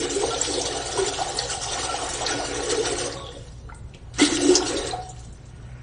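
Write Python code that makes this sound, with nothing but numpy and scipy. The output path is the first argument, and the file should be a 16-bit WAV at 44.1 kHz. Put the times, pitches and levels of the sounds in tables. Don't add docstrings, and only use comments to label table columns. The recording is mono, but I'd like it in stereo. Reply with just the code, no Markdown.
import sys
import numpy as np
from scipy import signal
from scipy.fft import rfft, irfft, dct, next_fast_len
from scipy.io import wavfile
from scipy.ndimage import uniform_filter1d, map_coordinates

SR = 44100
rng = np.random.default_rng(int(sys.argv[2]) if len(sys.argv) > 2 else 0)


def put_to_file(sound):
    columns = np.atleast_2d(sound).T
    safe = np.clip(columns, -1, 1)
    whole_steps = np.round(safe * 32767)
    wavfile.write(sys.argv[1], SR, whole_steps.astype(np.int16))


def nominal_scale(level):
    x = np.asarray(level, float) / 20
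    return 10 ** x


N = 256683
T = np.arange(N) / SR

# pitch_hz, gain_db
FAN_AIR = [(12, -43), (20, -11), (60, -6), (90, -9.5), (123, -5.5), (192, -18.5), (846, -32.5), (963, -33),
           (1040, -35.5), (1350, -39.5), (1460, -39.5), (8340, -56), (10000, -53), (13000, -59),
           (22000, -120)]
# pitch_hz, rms_db, waver_knots_per_s
FAN_TONES = [(59.8, -46, 3.4), (119.8, -47.5, 6)]
# pitch_hz, t60_s
WALL_DECAY = [(200, 0.58), (2000, 0.58), (10000, 0.11)]
# centre_hz, width_hz, gain_db
BOWL_MODES = [(285.9, 6, 4.5), (356.4, 5.8, 3.5), (393, 5.4, -6), (428, 6.8, 2), (483.6, 14.4, 0.5),
              (549.8, 8.5, 6.5), (600, 11.5, -2.5), (725.3, 17, 3.5), (811, 40, -10), (853.5, 31, -0.5),
              (1110, 12.7, 2.5), (1378, 58, -7), (1440, 15, -8.5), (1693, 33, 0), (1851, 29, -5.5),
              (2150, 50, 1.5), (3330, 13, -5), (3400, 68, -12.5), (3600, 18, 0.5), (4000, 15, -26.5)]
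# time_s, jet_db, froth_db, upper_bubbles_over_jet_db
SUPPLY = [(0, -32, -42.5, -7), (.6, -31.5, -38.5, -12.5), (.88, -33, -38, -7.5), (1.2, -32.5, -35, -7),
          (1.6, -37, -37.5, -13), (1.9, -33, -36.5, -7), (2.5, -33.5, -39, -5), (3.05, -33, -38.5, -8.5),
          (3.22, -50.5, -47, -0.5), (3.44, -51, -59, -8), (3.66, -60.5, -76.5, -13), (3.8, -66, -71.5, -17),
          (3.94, -62, -70, -1.5), (4.12, -65.5, -59.5, -2), (4.16, -47, -63, -5), (4.183, -37.5, -52, -4),
          (4.2, -19.5, -28.5, -8), (4.22, -24, -33, -5.5), (4.36, -28.5, -43.5, -8),
          (4.53, -28.5, -34.5, -10.5), (4.6, -34.5, -36, -6.5), (4.68, -29.5, -39, -9),
          (4.9, -38, -43.5, -3), (4.95, -48.5, -37, 2.5), (5.06, -51, -53, -8), (5.19, -53, -61.5, -10),
          (5.37, -60.5, -70, -6), (5.82, -63, -60, 9)]
# peak_s, added_amplitude_relative_to_steady_db
JET_SPURTS = [(0.048, -3.5), (0.451, -1), (0.548, -7), (0.662, -7.5), (.92, -13.5), (0.991, -6.5),
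              (1.07, -6), (1.4, 0), (1.518, 6), (1.642, 3), (1.73, 1), (1.799, 0), (1.858, -8),
              (2.25, -7.5), (2.301, 3), (2.719, 2.5), (2.868, 2), (3.012, -0.5), (4.551, -5.5), (4.871, -7)]
# peak_s, added_amplitude_relative_to_steady_db
FROTH_BOILS = [(.24, 9), (.34, 9.5), (.55, 0), (.61, -5), (.76, 6), (.92, -8), (.97, -13), (1.2, 8.5),
               (1.27, -3), (1.54, -8), (1.73, 2.5), (1.85, 5), (1.94, -3), (2.03, -2), (2.22, 2), (2.3, -7),
               (2.41, 6.5), (2.59, -6), (2.93, -4), (3.7, 22), (4.6, -1)]
# start_s, level_db, centre_hz, t60_s, width_octaves
SLAP_EVENTS = [(3.17, -28, 3600, 0.3, .08), (3.241, -31.5, 3400, 0.19, 0.074),
               (3.31, -36, 3400, .15, 0.059), (3.365, -39, 3450, 0.081, 0.041),
               (3.481, -38, 4000, 0.059, 0.074), (3.745, -37, 4500, 0.024, 0.68),
               (3.946, -31, 5960, 0.031, .6), (4.139, -30, 4000, 0.072, 0.56),
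               (4.769, -17.5, 3760, 0.09, .06), (4.841, -30.5, 4000, 0.15, 0.056),
               (4.95, -36, 3950, 0.22, 0.073), (5.018, -31, 4470, .1, 0.085),
               (3.689, -29, 1190, 0.06, 0.27), (3.698, -26, 1390, 0.055, 0.17),
               (3.723, -28.5, 890, 0.054, 0.1), (3.722, -31.5, 2040, 0.042, 0.089),
               (3.935, -42, 4030, 0.11, 0.027), (3.938, -34.5, 2600, 0.16, 0.32),
               (3.947, -32, 600, 0.031, 0.52), (0.148, -14.5, 7940, 0.094, 0.087),
               (0.2593, -17, 6100, 0.076, 0.092), (0.306, -13.5, 3310, 0.039, 0.11),
               (0.3436, -12.5, 3520, 0.059, 0.16), (0.413, -5.5, 7580, 0.075, 0.048),
               (0.4464, -16.5, 3320, 0.12, 0.22), (0.538, -12.5, 4130, 0.12, 0.17),
               (0.6127, -10, 5680, 0.11, 0.16), (0.656, -19.5, 5860, 0.07, 0.16),
               (0.956, -20, 6280, 0.057, 0.16), (0.98, -19, 7500, 0.04, 0.16),
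               (1.063, -10.5, 6800, 0.035, 0.088), (1.0832, -7, 5100, 0.036, 0.16),
               (1.137, -18.5, 3050, 0.15, 0.25), (1.2161, -18.5, 4280, 0.082, 0.2),
               (1.369, -12.5, 8260, 0.044, 0.16), (1.388, -6.5, 4500, 0.055, 0.12),
               (1.497, -17.5, 4620, 0.049, 0.19), (1.6153, -17, 5830, 0.38, 0.12),
               (1.699, -21, 3460, 0.07, 0.23), (1.7328, -13, 3700, 0.041, 0.19),
               (1.922, -20.5, 5900, 0.097, 0.16), (2.0887, -14, 7800, 0.19, 0.34),
               (2.135, -12.5, 7700, 0.14, 0.26), (2.216, -19.5, 3240, 0.11, 0.12),
               (2.264, -5.5, 4190, 0.054, 0.2), (2.5417, -17.5, 6400, 0.17, 0.088),
               (2.6577, -17.5, 7500, 0.14, 0.2), (2.7, -12, 4400, 0.038, 0.13),
               (2.8534, -15, 3580, 0.064, 0.094), (2.9846, -13.5, 6130, 0.077, 0.13),
               (3.1228, -20.5, 4460, 0.12, 0.24), (3.2205, -31, 3500, 0.097, 0.088),
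               (3.2635, -25.5, 3450, 0.13, 0.16), (3.2873, -25.5, 3400, 0.07, 0.12),
               (3.35, -31, 3500, 0.093, 0.14), (3.745, -35, 8530, 0.24, 0.19),
               (3.9461, -31, 3160, 0.027, 0.089), (4.139, -32, 7770, 0.13, 0.38),
               (4.1848, -12.5, 6000, 0.081, 0.15), (4.2042, -10, 3400, 0.29, 0.26),
               (4.2489, -8, 3980, 0.11, 0.28), (4.371, -11, 2880, 0.027, 0.16),
               (4.4492, -12, 5230, 0.13, 0.33), (4.553, 1, 5650, 0.11, 0.25),
               (4.665, -15, 4510, 0.078, 0.17), (4.814, -23, 3800, 0.12, 0.094),
               (4.8718, -12.5, 4160, 0.043, 0.23), (4.9087, -17.5, 4000, 0.07, 0.07),
               (5.0896, -22, 7150, 0.096, 0.1), (5.1922, -34.5, 7220, 0.23, 0.4),
               (5.247, -36.5, 7360, 0.19, 0.23), (5.326, -34.5, 7740, 0.076, 0.37),
               (5.455, -37, 6500, 0.1, 0.42)]
# start_s, level_db,
# pitch_hz, t60_s
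PLOP_EVENTS = [(.156, -12, 393, 0.092), (.231, -14.5, 452, 0.12), (.305, -30, 1351, 0.2),
               (.974, -15, 970, 0.034), (.983, -10, 393, 0.094), (.989, -30.5, 1440, 0.13),
               (1.014, -6.5, 386, 0.07), (1.068, -13, 398, 0.055), (1.19, -22, 710, 0.13),
               (1.494, -22.5, 1440, 0.033), (1.887, -25.5, 1343, 0.13), (1.942, -8.5, 794, 0.026),
               (2.315, -24.5, 1440, 0.12), (2.32, -25, 1594, 0.054), (2.721, -6, 457, 0.034),
               (2.745, -22, 400, .04), (2.777, -10, 428, 0.052), (2.805, -3.5, 440, 0.026),
               (2.855, -24, 1440, 0.027), (2.92, -15.5, 407, 0.062), (3.164, -32.5, 1110, 0.07),
               (3.199, -38, 1105, 0.33), (3.695, -36, 1407, .05), (4.194, -19, 2014, 0.1),
               (4.215, -2.5, 296, 0.11), (4.223, -12.5, 2150, 0.029), (4.314, -8, 287, 0.072),
               (4.389, -38, 1300, 0.099), (4.486, 0.5, 354, 0.092), (4.505, -3.5, 328, 0.018),
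               (4.604, -23.5, 1395, 0.047), (4.698, -36, 1110, 0.091), (4.744, -11, 438, 0.037),
               (4.933, -15, 727, 0.081), (4.95, -29.5, 736.5, 0.46)]
# pitch_hz, gain_db
SPRAY_SPECTRUM = [(1180, -29.5), (2000, -8), (2540, -12.5), (2840, -3), (3480, -2.5), (4410, -1),
                  (5370, -3), (6010, 2.5), (6630, -2.5), (8030, 3), (9650, -4), (12500, -40.5),
                  (21200, -120)]
# pitch_hz, gain_db
CHATTER_SPECTRUM = [(290, -36.5), (500, -11), (733, 4.5), (1200, -13), (1400, -3.5), (1560, -13),
                    (3000, -13.5), (3900, -39.5), (6600, -120)]
# peak_s, level_db, fall_time_s, pitch_hz
AIR_POCKETS = [(0, -20, 0.044, 402), (.15, -32.5, 0.088, 387), (0.243, -29.5, 0.058, 438),
               (0.366, -34.5, .05, 469), (0.503, -32, 0.046, 336), (0.577, -29, 0.058, 474),
               (.74, -35.5, 0.11, 463), (0.991, -35.5, 0.075, 381), (1.362, -37.5, 0.074, 474),
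               (1.465, -43, 0.036, 440), (1.785, -41.5, .09, 433), (1.942, -42, 0.035, 373),
               (2.04, -42, .04, 430), (2.226, -38, 0.11, 455), (2.354, -34, 0.088, 359),
               (2.614, -31, 0.16, 428), (2.718, -30.5, 0.042, 414), (2.801, -28.5, 0.033, 414),
               (2.918, -31, 0.059, 392), (3.056, -34, 0.095, 458), (3.263, -45.5, 0.069, 464),
               (3.371, -43, .04, 580), (3.67, -54.5, 0.082, 419), (3.96, -52.5, 0.028, 455),
               (4.223, -22.5, 0.032, 318), (4.361, -25.5, .14, 318), (4.462, -20, 0.047, 325),
               (4.595, -33, 0.12, 350), (4.756, -29, 0.079, 428), (4.857, -40.5, 0.056, 415),
               (5.408, -65, 0.23, 420)]
# pitch_hz, share (0 to 1)
INVERTED_SHARE = [(4100, 0.0016), (4300, .2), (5500, .35), (6800, .35), (7200, 0.24), (8200, .35),
                  (9700, 0.2)]


def unit(x):
    return x / np.sqrt(np.mean(x ** 2) + 1e-20)


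def along(points, hz):
    f, v = np.transpose(points)
    return np.interp(np.log(hz + 1), np.log(f + 1), v)


def curves(rows):
    s, *columns = np.transpose(rows)
    return [np.interp(T, s, column) for column in columns]


def wobble(rate):
    knots = rng.standard_normal(int(T[-1] * 60) + 4)
    return map_coordinates(knots, [T * min(rate, 59)])


def filtered(x, response):
    size = next_fast_len(N + SR // 2)
    hz = np.fft.rfftfreq(size, 1 / SR)
    return irfft(rfft(x, size) * response(hz), size)[..., :N]


def steady(x, seconds):
    power = uniform_filter1d(x ** 2, int(seconds * SR))
    return x / np.sqrt(np.abs(power) + 1e-12)


def patchy(depth_db):
    z = signal.stft(rng.standard_normal(N + 512), nperseg=512)[2]
    across_hz = uniform_filter1d(rng.standard_normal(z.shape), size=4, axis=0)
    field = unit(uniform_filter1d(across_hz, size=6, axis=1))
    return unit(signal.istft(z * nominal_scale(depth_db * field), nperseg=512)[1][:N])


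def swells(s, db, length):
    u = (T[::64] - s[:, None]) / np.reshape(length, (-1, 1))
    rise = np.exp(-(u / 0.697) ** 2)
    fall = np.exp(-np.abs(u))
    return nominal_scale(db)[:, None] * np.where(u < 0, rise, fall)


def smooth(x):
    return np.interp(T, T[::64], x)


def rings(s, gain, hz, t60, rise, attack, length):
    t = np.arange(length) / SR
    hz, t60 = hz[:, None], t60[:, None]
    phase = 2 * np.pi * hz * t * (1 + rise * t / t60 / 2)
    decay = nominal_scale(-60 * t / t60)
    soft_start = 1 - np.exp(-t * hz / attack)
    wave = gain[:, None] * np.sin(phase) * decay * soft_start
    at = np.round(s * SR).astype(int)[:, None] + np.arange(length)
    return np.bincount(at.ravel(), wave.ravel(), N + length)[:N]


def bubbles(count, centre_hz, octaves, cycles, size_db, length):
    u = rng.random(count)
    hz = centre_hz[(u * N).astype(int)] * 2 ** (octaves * rng.standard_normal(count))
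    hz = np.clip(hz, 100, 11000)
    size = np.minimum(rng.exponential(size=count), 3)
    return unit(rings(u * T[-1], nominal_scale(size_db * size), hz, cycles / hz, rise=0.056, attack=1.48, length=length))


def tail(t60s, seconds):
    hz, t, z = signal.stft(rng.standard_normal(int(seconds * SR)), SR, nperseg=256)
    decay = nominal_scale(-60 * t / along(t60s, hz)[:, None])
    x = signal.istft(z * decay, SR, nperseg=256)[1]
    return x / np.linalg.norm(x)


def tiled(x, wet):
    return x + wet * signal.fftconvolve(x, tail(WALL_DECAY, 0.45))[:N]


def bowl(x, direct):
    def response(f):
        total = direct
        for k, (centre, width, db) in enumerate(BOWL_MODES):
            damping = 1j * f * width
            total = total + (-1) ** k * nominal_scale(db) * damping / (centre ** 2 - f ** 2 + damping)
        return total
    return filtered(x, response)


def fan():
    rumble = filtered(patchy(depth_db=1.5), lambda f: nominal_scale(along(FAN_AIR, f)))
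    out = nominal_scale(-42.5) * unit(rumble)
    for hz, db, rate in FAN_TONES:
        level = nominal_scale(db + 0.5 * wobble(rate)) * np.sqrt(2)
        out = out + level * np.sin(2 * np.pi * hz * T + 2.12 * wobble(rate))
    return out


def slaps():
    out, t = np.zeros(N + SR), np.arange(4096) / SR
    f = np.fft.rfftfreq(len(t), 1 / SR)
    crack = 1 + 0.32 * np.exp(-t / 0.0017)
    onset = 1 - np.exp(-t / 0.00053)
    for s, db, hz, t60, octaves in SLAP_EVENTS:
        band = 1 / (1 + (np.log2(f / hz + 1e-9) / octaves) ** 2)
        puff = unit(irfft(rfft(rng.standard_normal(len(t))) * band))
        decay = nominal_scale(db - 12.5 - 60 * t / t60)
        out[round(s * SR):][:len(t)] += decay * crack * onset * puff
    return out[:N]


def plops():
    s, db, hz, t60 = np.transpose(PLOP_EVENTS)
    return rings(s, nominal_scale(db + 2.5), hz, t60, rise=0.053, attack=3.8, length=SR // 2)


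def jet():
    spurts = swells(*np.transpose(JET_SPURTS), 0.03)
    return nominal_scale(curves(SUPPLY)[0]) * (1 + smooth(spurts.sum(0)))


def spray():
    fizz = bubbles(count=6000, centre_hz=np.full(N, 5500.0), octaves=0.55, cycles=120.0, size_db=4.5, length=600)
    spitting = nominal_scale(1.8 * wobble(16.0) + 1.97 * wobble(45.0))
    hiss = spitting * (patchy(depth_db=4.5) + 0.45 * fizz)
    coloured = filtered(hiss, lambda f: nominal_scale(along(SPRAY_SPECTRUM, f)))
    rung = tiled(bowl(coloured, direct=1.0), wet=0.58)
    return jet() * steady(rung, seconds=0.091)


def chatter():
    _, froth_db, upper_db = curves(SUPPLY)
    boils = swells(*np.transpose(FROTH_BOILS), 0.021)
    froth = nominal_scale(froth_db + wobble(12.0)) * (1 + smooth(boils.sum(0)))
    small = bubbles(count=3000, centre_hz=np.full(N, 1300.0), octaves=0.731, cycles=25.0, size_db=3.0, length=1000)
    source = 0.6 * small + patchy(depth_db=3.0)
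    coloured = filtered(source, lambda f: nominal_scale(along(CHATTER_SPECTRUM, f)))
    water = tiled(bowl(coloured, direct=0.4), wet=0.4)
    low = filtered(water, lambda f: 1 / (1 + (f / 1250.0) ** 8))
    upper = jet() * nominal_scale(upper_db + 1.2 * wobble(14.0))
    return froth * steady(low, seconds=0.16) + upper * steady(water - low, seconds=0.14)


def gulps():
    s, db, length, hz = np.transpose(AIR_POCKETS)
    pockets = swells(s, db, length)
    seep = nominal_scale(curves(SUPPLY)[1] - 6.5)
    level = seep + smooth(pockets.sum(0))
    pitch_hz = (seep * 420 + smooth(hz @ pockets)) / level
    air = bubbles(count=900, centre_hz=pitch_hz, octaves=0.1954, cycles=31.0, size_db=-1.0, length=2200)
    churn = filtered(patchy(depth_db=1.5), lambda f: f ** 4 / (f ** 4 + 173.0 ** 4) / (1 + (f / 400.0) ** 4))
    rung = bowl(air + 0.48 * unit(churn), direct=0.26)
    hollow = filtered(rung, lambda f: f ** 8 / (f ** 8 + 203.0 ** 8))
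    return level * steady(hollow, seconds=0.1)


def treble_inverted(x):
    hop, lead = 1024, 47 + 1024
    blocks = np.pad(x, (lead, 3 * hop - (N + lead) % hop)).reshape(-1, hop)
    window = np.sin(np.pi / 2 * np.sin(np.pi * (np.arange(2 * hop) + 0.5) / (2 * hop)) ** 2)
    a, b, c, d = np.split(np.hstack([blocks[:-1], blocks[1:]]) * window, 4, axis=1)
    lines = dct(np.hstack([-c[:, ::-1] - d, a - b[:, ::-1]]), type=4, norm="ortho")
    k = np.arange(hop)
    hz = k * SR / (2 * hop)
    patch = rng.random((len(lines), 32))[:, k // 32]
    strip = rng.random((len(lines), 128))[:, k // 8]
    turned = (patch < along(INVERTED_SHARE, hz)) & (hz > 4100) & ((strip < 0.5) | (hz > 6900))
    opposite = -lines * nominal_scale(rng.normal(0, 1, lines.shape))
    p, q = np.split(dct(np.where(turned, opposite, lines), type=4, norm="ortho"), 2, axis=1)
    unfolded = np.hstack([q, -q[:, ::-1], -p[:, ::-1], -p]) * window
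    first, second = np.split(unfolded, 2, axis=1)
    return (second[:-1] + first[1:]).ravel()[lead - hop:][:N]


def scene():
    impacts = tiled(slaps() + plops(), wet=0.27)
    mid = fan() + impacts + spray() + chatter() + gulps()
    return np.array([mid, mid])


def band_limit(x):
    return signal.sosfilt(signal.butter(12, 10340, fs=SR, output="sos"), x)


def record(dry):
    left, right = filtered(dry, lambda hz: hz < 9720)
    mix = np.array([left, treble_inverted(right)])
    return band_limit(mix)


dry = scene()
out = record(dry)
put_to_file(out)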